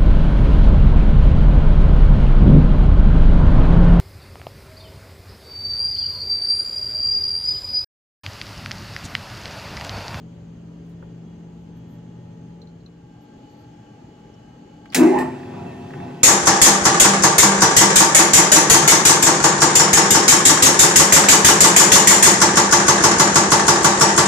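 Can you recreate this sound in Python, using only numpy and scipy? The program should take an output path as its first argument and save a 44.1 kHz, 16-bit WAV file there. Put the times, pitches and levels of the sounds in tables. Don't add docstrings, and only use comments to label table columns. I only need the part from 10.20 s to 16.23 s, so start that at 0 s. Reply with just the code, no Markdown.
import sys
import numpy as np
from scipy import signal
from scipy.fft import rfft, irfft, next_fast_len
from scipy.io import wavfile
from scipy.ndimage import uniform_filter1d

SR = 44100
rng = np.random.default_rng(int(sys.argv[2]) if len(sys.argv) > 2 else 0)


def materialize(psi):
    bounded = np.clip(np.atleast_2d(psi).T, -1, 1)
    quanta = np.round(bounded * 32767).astype(np.int16)
    wavfile.write(sys.argv[1], SR, quanta)


N = 265905
T = np.arange(N) / SR


def amp(db):
    return 10 ** (np.asarray(db) / 20)

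def unit_rms(x):
    return x / np.sqrt(np.mean(x ** 2) + 1e-20)

def curve(points, hz):
    f, value = np.transpose(points)
    return np.interp(np.log(hz + 1), np.log(f + 1), value)

def add(mix, s, sound):
    part = mix[:, round(s * SR):][:, :sound.shape[1]]
    part += sound[:, :part.shape[1]]

def wander(t, top_hz):
    hz, phase = np.geomspace(top_hz / 12, top_hz, num=12), rng.random(12)
    knots = np.arange(t[0], t[-1] + .01, .005)
    drift = np.sin(2 * np.pi * (knots[:, None] * hz + phase)).sum(1) / np.sqrt(6)
    return np.interp(t, knots, drift)

def noise(size, spectrum, patchy_db=0., frame=1024):
    re, im, patches = rng.standard_normal((3, 2, frame // 2 + 1, 4 * size // frame + 5))
    patches = uniform_filter1d(patches[0], 8, 0)
    patches = unit_rms(uniform_filter1d(patches, 12288 // frame, 1))
    colour_db = curve(spectrum, np.fft.rfftfreq(frame, 1 / SR))[:, None]
    bins = (re + 1j * im) * amp(colour_db + patchy_db * patches)
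    return unit_rms(signal.istft(bins, nperseg=frame, noverlap=3 * frame // 4)[1][:, :size])

def band(size, hz, width):
    pole = np.exp(-np.pi * width / SR)
    white = rng.standard_normal((2, 2, size + 4000))
    re, im = signal.lfilter([1], [1, -2 * pole, pole * pole], white)[..., 4000:]
    phase = 2 * np.pi * np.cumsum(hz * np.ones(size)) / SR
    return unit_rms(re * np.cos(phase) + im * np.sin(phase))

def tone(t, hz, db, slip):
    phase = 2 * np.pi * (hz * t + rng.random()) + slip * wander(t, 4.)
    return np.sqrt(2) * amp(db) * np.array([np.sin(phase), np.cos(phase)])

def burst(db, hz, t60, width):
    t = np.arange(SR // 8) / SR
    edge = amp(-24) * hz / 4000 * np.diff(rng.standard_normal((2, len(t) + 1)))
    envelope = amp(db - 60 * t / t60) * (1 - np.exp(-t / .00055))
    return envelope * (band(len(t), hz, width) + edge)

def bell(x, centre, width):
    return np.exp(-((x - centre) / width) ** 2 / 2)

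def swell(t, peak_s, rise, t60):
    return np.where(t < peak_s, bell(t, peak_s, rise), amp(-60 * np.maximum(t - peak_s, 0) / t60))


# (frequency [Hz], relative density [dB])
COUNTER_AIR = [(15, -45), (30, -26.5), (55, -8), (90, -6), (118, -2.5), (150, -5.5), (195, -10.5),
               (240, -4), (300, -9.5), (335, -16), (430, -10.5), (520, -19.5), (750, -23.5), (1050, -31),
               (1400, -32), (2400, -91.5)]
MIXER_SIDE_AIR = [(15, -37), (30, -18.5), (50, -9.5), (85, -8.5), (128, -0.5), (185, -5.5), (260, -3),
                  (320, -9), (420, -10), (600, -17), (830, -18), (1000, -26.5), (1400, -27), (2400, -90)]
def room_tone(near):
    counter = amp(-45) * noise(N, COUNTER_AIR, patchy_db=.8, frame=4096)
    by_mixer = amp(-46.5) * noise(N, MIXER_SIDE_AIR, patchy_db=2.2, frame=4096)
    return (1 - near) * counter + near * by_mixer

# (time [s], lower fan level [dB], upper fan level [dB])
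FAN_LEVELS = [(0.0, -78, -80), (0.7, -74, -74), (1.3, -69, -64), (2.45, -65, -60.5), (2.68, -74, -73),
              (2.85, -62, -65), (3.27, -58.5, -57), (4.2, -61, -61), (4.7, -57, -58)]
def beating_fans():
    times, lower_db, upper_db = np.transpose(FAN_LEVELS)
    lower = tone(T, hz=826, db=np.interp(T, times, lower_db), slip=.3)
    upper = tone(T, hz=846, db=np.interp(T, times, upper_db), slip=.3)
    return lower + upper

# (frequency [Hz], relative density [dB])
VENT_COLOUR = [(650, -33.5), (1100, -10), (1470, -10.5), (1590, -3.5), (1690, -5), (2340, -7), (2910, -6),
               (3800, -12), (4440, -10.5), (5790, -19), (6540, -10.5), (9110, -29), (10900, -34),
               (12600, -26), (15500, -50.5)]
def vent_hiss(near):
    level = np.hypot((1 - near) * amp(-64.5), near * amp(-62.8))
    return level * noise(N, VENT_COLOUR, patchy_db=.9)

# (pitch [Hz], level at the counter [dB], level by the mixer [dB], waver [dB])
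HUM_PARTIALS = [(119.6, -51, -58.5, 3.5), (169.1, -42.5, -53.5, 1), (214, -53.5, -57, 1.5),
                (294, -58, -56, 3.5), (356.6, -61, -66.5, 3.5), (445, -66, -71, 4), (569, -67.5, -74.5, 7),
                (672, -74, -71, -2), (964.9, -73.5, -85, 6), (1138, -80.5, -74.5, 4),
                (1534, -78.5, -81, -4.5), (1587, -88, -72, 5), (1850, -78.5, -85, 4.5),
                (2882, -78, -78, -1), (2968, -85, -74, 5), (3140, -80.5, -84, -3), (3323, -80.5, -80, 6),
                (4450, -90, -81, 3), (5300, -88, -82.5, 3), (6280, -79.5, -80, 2), (6840, -86.5, -86, 6.5),
                (7640, -93.5, -91, 1.5)]
def appliance_hum(near):
    out = np.zeros((2, N))
    for hz, counter_db, near_db, waver_db in HUM_PARTIALS:
        level = np.hypot((1 - near) * amp(counter_db), near * amp(near_db))
        fuzz = np.clip(hz / 9000, 0, .3)
        clean = tone(T, hz, waver_db * np.tanh(wander(T, 5.)), slip=.33 + hz / 900)
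        out += level * (np.sqrt(1 - fuzz) * clean + np.sqrt(fuzz) * band(N, hz, hz / 150))
    return out

# (start [s], length [s], level [dB], pitch [Hz], width [Hz])
SOFT_RUSTLES = [(.64, .13, -75, 11000, 9000), (3.17, .4, -71, 4400, 900)]
def rustles():
    out = np.zeros((2, N))
    for s, length, db, hz, width in SOFT_RUSTLES:
        t = np.arange(0, length, 1 / SR)
        envelope = amp(db + 3.5 * wander(t, 40.)) * np.hanning(len(t))
        add(out, s, envelope * band(len(t), hz, width))
    return out

# (start [s], length [s], first pitch [Hz], last pitch [Hz], arch [Hz], level [dB])
THIN_SQUEAKS = [(1.37, .115, 11400, 11950, 650, -82), (1.55, .055, 12200, 12700, 100, -71),
                (1.66, .13, 11450, 11750, 680, -69), (3.0, .06, 12600, 12500, 60, -71),
                (3.285, .08, 12200, 12100, 40, -73), (3.36, .09, 12300, 13000, 120, -71)]
def squeaks():
    out = np.zeros((2, N))
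    for s, length, first_hz, last_hz, arch_hz, db in THIN_SQUEAKS:
        t = np.arange(0, length, 1 / SR)
        arch = np.sin(np.pi * t / length)
        hz = first_hz + (last_hz - first_hz) * t / length + arch_hz * arch
        cycles = np.cumsum(hz) / SR + .2 * wander(t, 90.)
        envelope = amp(db - 16 * (1 - arch)) * signal.windows.tukey(len(t), .3)
        squeak = envelope * np.sin(2 * np.pi * cycles)
        add(out, s, np.array([squeak, squeak]))
    return out

# (time [s], level [dB], pitch [Hz])
FAR_TICKS = [(2.417, -49, 4140), (2.427, -63, 3960), (2.472, -54.5, 4100), (2.492, -64, 4180),
             (2.604, -60, 4120), (2.661, -50.5, 4100)]
def ticks():
    out = np.zeros((2, N))
    for s, db, hz in FAR_TICKS:
        add(out, s, burst(db, hz, t60=.06, width=350))
        add(out, s, burst(db - 11, 1.43 * hz, t60=.03, width=350))
    return out

# (level [dB], pitch [Hz], t60 [s], width [Hz])
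WOOD_MODES = [(-44, 431, .1, 200), (-47, 875, .12, 89), (-49, 1400, .058, 800)]
def counter_knock(at_s=.825):
    out = np.zeros((2, N))
    for mode in WOOD_MODES:
        add(out, at_s, burst(*mode))
    return out

# (time [s], level [dB], pitch [Hz], width [Hz])
BUTTON_CLICKS = [(4.14, -60, 5500, 900), (4.657, -42, 1680, 2500), (4.701, -46.5, 4600, 900),
                 (4.712, -56, 4540, 900), (4.722, -39, 2960, 5000), (4.728, -32.5, 1770, 2500),
                 (4.734, -32.5, 2310, 5000)]
def start_button():
    out = np.zeros((2, N))
    for s, db, hz, width in BUTTON_CLICKS:
        add(out, s, burst(db, hz, t60=.035, width=width))
    return out

# (frequency [Hz], t60 [s])
ROOM_DECAY = [(1000, 0.86), (3000, 1.08), (8000, 0.7), (15000, 0.43)]
def room_tail(colour):
    hz, times, bins = signal.stft(noise(SR, colour), SR, nperseg=256)
    decay = amp(-60 * times / curve(ROOM_DECAY, hz)[:, None])
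    return signal.istft(bins * decay, SR, nperseg=256)[1][:, :SR]

# (time [s], level [dB], t60 [s], reverb send [dB])
METAL_HITS = [(4.7457, -13, 0.17, -18), (4.955, -48, .04, -20), (4.986, -36, 0.18, -14),
              (5.008, -42, .12, -16)]
# (frequency [Hz], relative density [dB])
CONTACTOR_COLOUR = [(410, -38), (700, -6.5), (961, -13), (1360, -16.5), (1720, -1.5), (1840, -7),
                    (2690, -4), (3030, -11), (4000, -7), (4390, -10), (7160, -5), (10400, -12),
                    (14200, -14.5), (15800, -20), (16500, -39)]
SWITCH_COLOUR = [(1530, -26), (2600, 0), (3290, -14), (3580, -11), (3860, -9), (6780, -14), (8010, -2),
                 (8780, -15), (12400, -13.5), (16000, -26)]
# (pitch [Hz], level [dB], t60 [s])
STEEL_MODES = [(2140, -36, .3), (3890, -37, .3), (4950, -39, .3), (6680, -39, .25), (6990, -39, .25),
               (7540, -37, .25)]
def contactor_and_switch():
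    out, t = np.zeros((2, N)), np.arange(SR) / SR
    snap = (1 - np.exp(-t / .0007)) * (1 + .86 * np.exp(-t / .0015))
    for (s, db, t60, send_db), colour in zip(METAL_HITS, [CONTACTOR_COLOUR] + 3 * [SWITCH_COLOUR]):
        slam = noise(SR, colour)
        slam[1] *= .55
        add(out, s, amp(db - 60 * t / t60) * snap * slam)
        add(out, s, amp(db + send_db) * (1 - np.exp(-t / .0033)) * room_tail(colour))
    for hz, db, t60 in STEEL_MODES:
        add(out, METAL_HITS[0][0], tone(t, hz, db - 60 * t / t60, slip=.8))
    return out

# (centre time [s], mid level [dB], pitch [Hz])
FLOOR_JOLTS = [(4.845, -40.5, 40), (4.975, -42.5, 45)]
def floor_jolts():
    out = np.zeros((2, N))
    for s, db, hz in FLOOR_JOLTS:
        t = np.arange(0, 1.7 / hz, 1 / SR)
        jolt = amp(db) * np.sin(2 * np.pi * hz * t) * np.hanning(len(t))
        add(out, s - t[-1] / 2, np.array([jolt, 2.5 * jolt]))
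    return out

# (time [s], level [dB], pitch [Hz])
TOOTH_KNOCKS = [(5.169, -39, 1370), (5.1981, -42, 1770), (5.231, -42, 1780), (5.7059, -39, 1770),
                (5.736, -35, 1815), (5.7494, -46, 1920), (5.8012, -39, 1800), (5.8794, -52, 1430)]
def gear_knocks():
    out = np.zeros((2, N))
    for s, db, hz in TOOTH_KNOCKS:
        add(out, s, burst(db, hz, t60=.04, width=800))
    return out

# (frequency [Hz], relative density [dB])
FAN_COLOUR = [(1410, -40), (2400, -12), (2590, -1.5), (2940, -12.5), (3280, -5), (3660, -9.5),
              (7100, -18.5), (10900, -28.5), (13900, -29), (15500, -39)]
def mixer_fan(t):
    return amp(-56) * noise(len(t), FAN_COLOUR, patchy_db=1.5)

# (pitch [Hz], width [Hz], relative level [dB])
MESH_BANDS = [(697, 8.6, -4.5), (828, 12, -5), (962, 14, -10), (1515, 6.5, -16.5), (1810, 12, -14),
              (2660, 30, -14.5)]
def gear_whine(t, heave):
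    whine = sum(amp(db) * band(len(t), hz, width) for hz, width, db in MESH_BANDS)
    return amp(-44.5 + 2.4 * heave) * whine

def gear_climb(t, from_s=4.799, to_s=5.03, hz_per_s=2750):
    hz = 465 + hz_per_s * (np.clip(t, from_s, to_s) - from_s)
    gate = np.clip(np.minimum(t - from_s, to_s - t) / .015 + 1, 0, 1)
    db = -35 + 8 * bell(hz, centre=880, width=100)
    return gate * amp(db) * band(len(t), hz, width=130)

# (pitch [Hz], width [Hz], relative level [dB])
BOWL_BANDS = [(96.7, 17, -7.5), (121.3, 23, -5), (147.1, 10.8, 0), (177.5, 14, -3), (221, 17, -7.5)]
# (time [s], level [dB])
BOWL_BOOMS = [(4.968, -31), (5.07, -30), (5.22, -34)]
def bowl_drone(t, heave, from_s=4.94):
    level = np.clip((t - from_s) / .019, 0, 1) * amp(-38.5 + 3.5 * heave)
    for s, db in BOWL_BOOMS:
        level = np.hypot(level, amp(db) * swell(t, s, rise=.012, t60=.25))
    return level * unit_rms(sum(amp(db) * band(len(t), hz, width) for hz, width, db in BOWL_BANDS))

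# (frequency [Hz], relative density [dB])
RUMBLE_COLOUR = [(120, -41.5), (200, -9), (260, -4), (318, -12.5), (369, -5.5), (506, -16), (762, -13.5),
                 (834, -11), (913, -17.5), (1860, -28), (2290, -27), (2590, -26), (3000, -34.5),
                 (3900, -60), (6600, -120)]
def gear_rumble(t, at_speed_s, heave):
    run_up_db = 14.5 * np.exp(-at_speed_s / .08)
    bite_db = 7 * bell(t, centre=4.83, width=.03)
    return amp(-41.5 + run_up_db + bite_db + 2.6 * heave) * noise(len(t), RUMBLE_COLOUR, patchy_db=1.5)

# (pitch [Hz], peak time [s], peak level [dB], rise [s], t60 [s],
# held level relative to the strain [dB], noise width [units of 2.73 Hz])
FRAME_MODES = [(168, 4.78, -28, .02, .6, -30, 12), (254.8, 4.812, -12.5, 0.027, .35, 2, 20),
               (311, 4.825, -12, .022, 0.47, -12.5, 14.6), (337, 4.85, -12, 0.035, .32, -6.5, 5.9),
               (360.5, 4.875, -16.5, 0.016, 0.47, -1, 10), (387.7, 4.905, -19.5, 0.037, 0.31, -3, 17),
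               (457.5, 4.78, -27, 0.012, 0.1, -21, 14), (539, 4.87, -32, .03, 0.22, -13.5, 12),
               (628, 4.93, -29, .04, 0.25, -11.5, 10), (698, 4.825, -30, 0.025, .3, -11.5, 24),
               (834, 4.958, -22.5, 0.026, .25, -16.5, 17), (880, 5.025, -28, 0.042, 0.35, -20, 17.5),
               (963, 4.82, -36, 0.02, .25, -19, 25), (1005, 4.98, -33, .03, 0.3, -15, 26),
               (1089, 5.01, -43, 0.015, 0.18, -19, 27), (1536, 4.85, -41, 0.044, .3, -25.5, 13),
               (1730, 4.77, -33, 0.012, 0.27, -27, 22), (1815, 4.99, -30.5, 0.027, 0.37, -25, 41),
               (1934, 4.83, -42, .03, .3, -19.5, 25), (2070, 4.86, -35.5, .04, 0.59, -32, 25),
               (2576, 4.83, -38, 0.055, 0.25, -25.5, 38)]
def frame_shudder(t, at_speed_s, heave):
    strain_db = -44.5 + 18 * np.exp(-at_speed_s / .11) + 1.2 * heave
    out = np.zeros((2, len(t)))
    for hz, peak_s, db, rise, t60, held_db, width in FRAME_MODES:
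        rough = np.clip((hz - 380) / 450, .05, .75)
        ring = np.sqrt(1 - rough) * tone(t, hz, 0, slip=.79)
        ring += np.sqrt(rough) * band(len(t), hz, 2.73 * width)
        level = np.hypot(amp(db) * swell(t, peak_s, rise, t60), amp(strain_db + held_db))
        out += level * ring
    return out

def mixer(start_s=4.75, full_speed_s=5.02, turn_s=.4, heave_peak_s=5.82):
    t = T[T >= start_s]
    at_speed_s = np.maximum(t - full_speed_s, 0)
    settled = np.clip(at_speed_s / .19, 0, 1)
    heave = settled * np.cos(2 * np.pi * (t - heave_peak_s) / turn_s)
    running = settled * (mixer_fan(t) + gear_whine(t, heave))
    running += gear_climb(t) + bowl_drone(t, heave)
    running += gear_rumble(t, at_speed_s, heave) + frame_shudder(t, at_speed_s, heave)
    attack = 1 - np.exp(-(t - t[0]) / .011)
    out = floor_jolts() + gear_knocks()
    add(out, t[0], attack * running)
    return out

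# (frequency [Hz], left lead [rad])
LEFT_LEAD = [(0, 0.055), (2070, 0.0088), (2760, -1.8), (3960, -0.84), (9470, -0.8), (12700, -1.4),
             (16200, -0.9)]
def stereo(layer, coherence, balance):
    size = next_fast_len(N, True)
    hz = np.fft.rfftfreq(size, 1 / SR)
    alike = np.clip(curve(coherence, hz), 0, 1)
    mid, side = rfft(layer, size) * np.sqrt([(1 + alike) / 2, (1 - alike) / 2])
    pan = amp(curve(balance, hz) / 2) * np.exp(.5j * curve(LEFT_LEAD, hz))
    return irfft(np.array([(mid + side) * pan, (mid - side) / pan]), size)[:, :N]

# (frequency [Hz], coherence [0-1])
KITCHEN_COHERENCE = [(30, 0.88), (60, 0.96), (130, 0.99), (290, 0.98), (640, 0.17), (1410, 0.47),
                     (3100, 0.08), (6820, 0.22), (15000, 0.1)]
MACHINE_COHERENCE = [(60, 0.93), (130, 1), (290, 1), (640, 0.28), (1410, 0.7), (3100, 1), (6820, 0.25),
                     (15000, 0.1)]
# (frequency [Hz], left minus right [dB])
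KITCHEN_BALANCE = [(60, 0.5), (150, 0.77), (380, 2.4), (950, 1.2), (2380, 0.5), (5980, 0), (15000, 0.0)]
MACHINE_BALANCE = [(60, -1), (130, 0.5), (290, 3), (640, -3), (1410, -0.5), (3100, 1), (6820, 0.5),
                   (15000, -0.5)]
def scene(move_from_s=2.32, move_to_s=3.19):
    near = np.clip((T - move_from_s) / (move_to_s - move_from_s), 0, 1)
    kitchen = room_tone(near) + beating_fans() + vent_hiss(near) + appliance_hum(near)
    kitchen += rustles() + squeaks() + ticks() + counter_knock() + start_button()
    machine = contactor_and_switch() + mixer()
    background = stereo(kitchen, KITCHEN_COHERENCE, KITCHEN_BALANCE)
    return background + stereo(machine, MACHINE_COHERENCE, MACHINE_BALANCE)

def record(dry):
    ceiling, cutoff_hz = .95, 16500
    soft = dry / (1 + (dry / ceiling) ** 4) ** .25
    low_pass = signal.firwin(511, cutoff_hz, window=("kaiser", 9), fs=SR)
    return signal.oaconvolve(soft, low_pass[None], "same")


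dry = scene()
out = record(dry)
materialize(out)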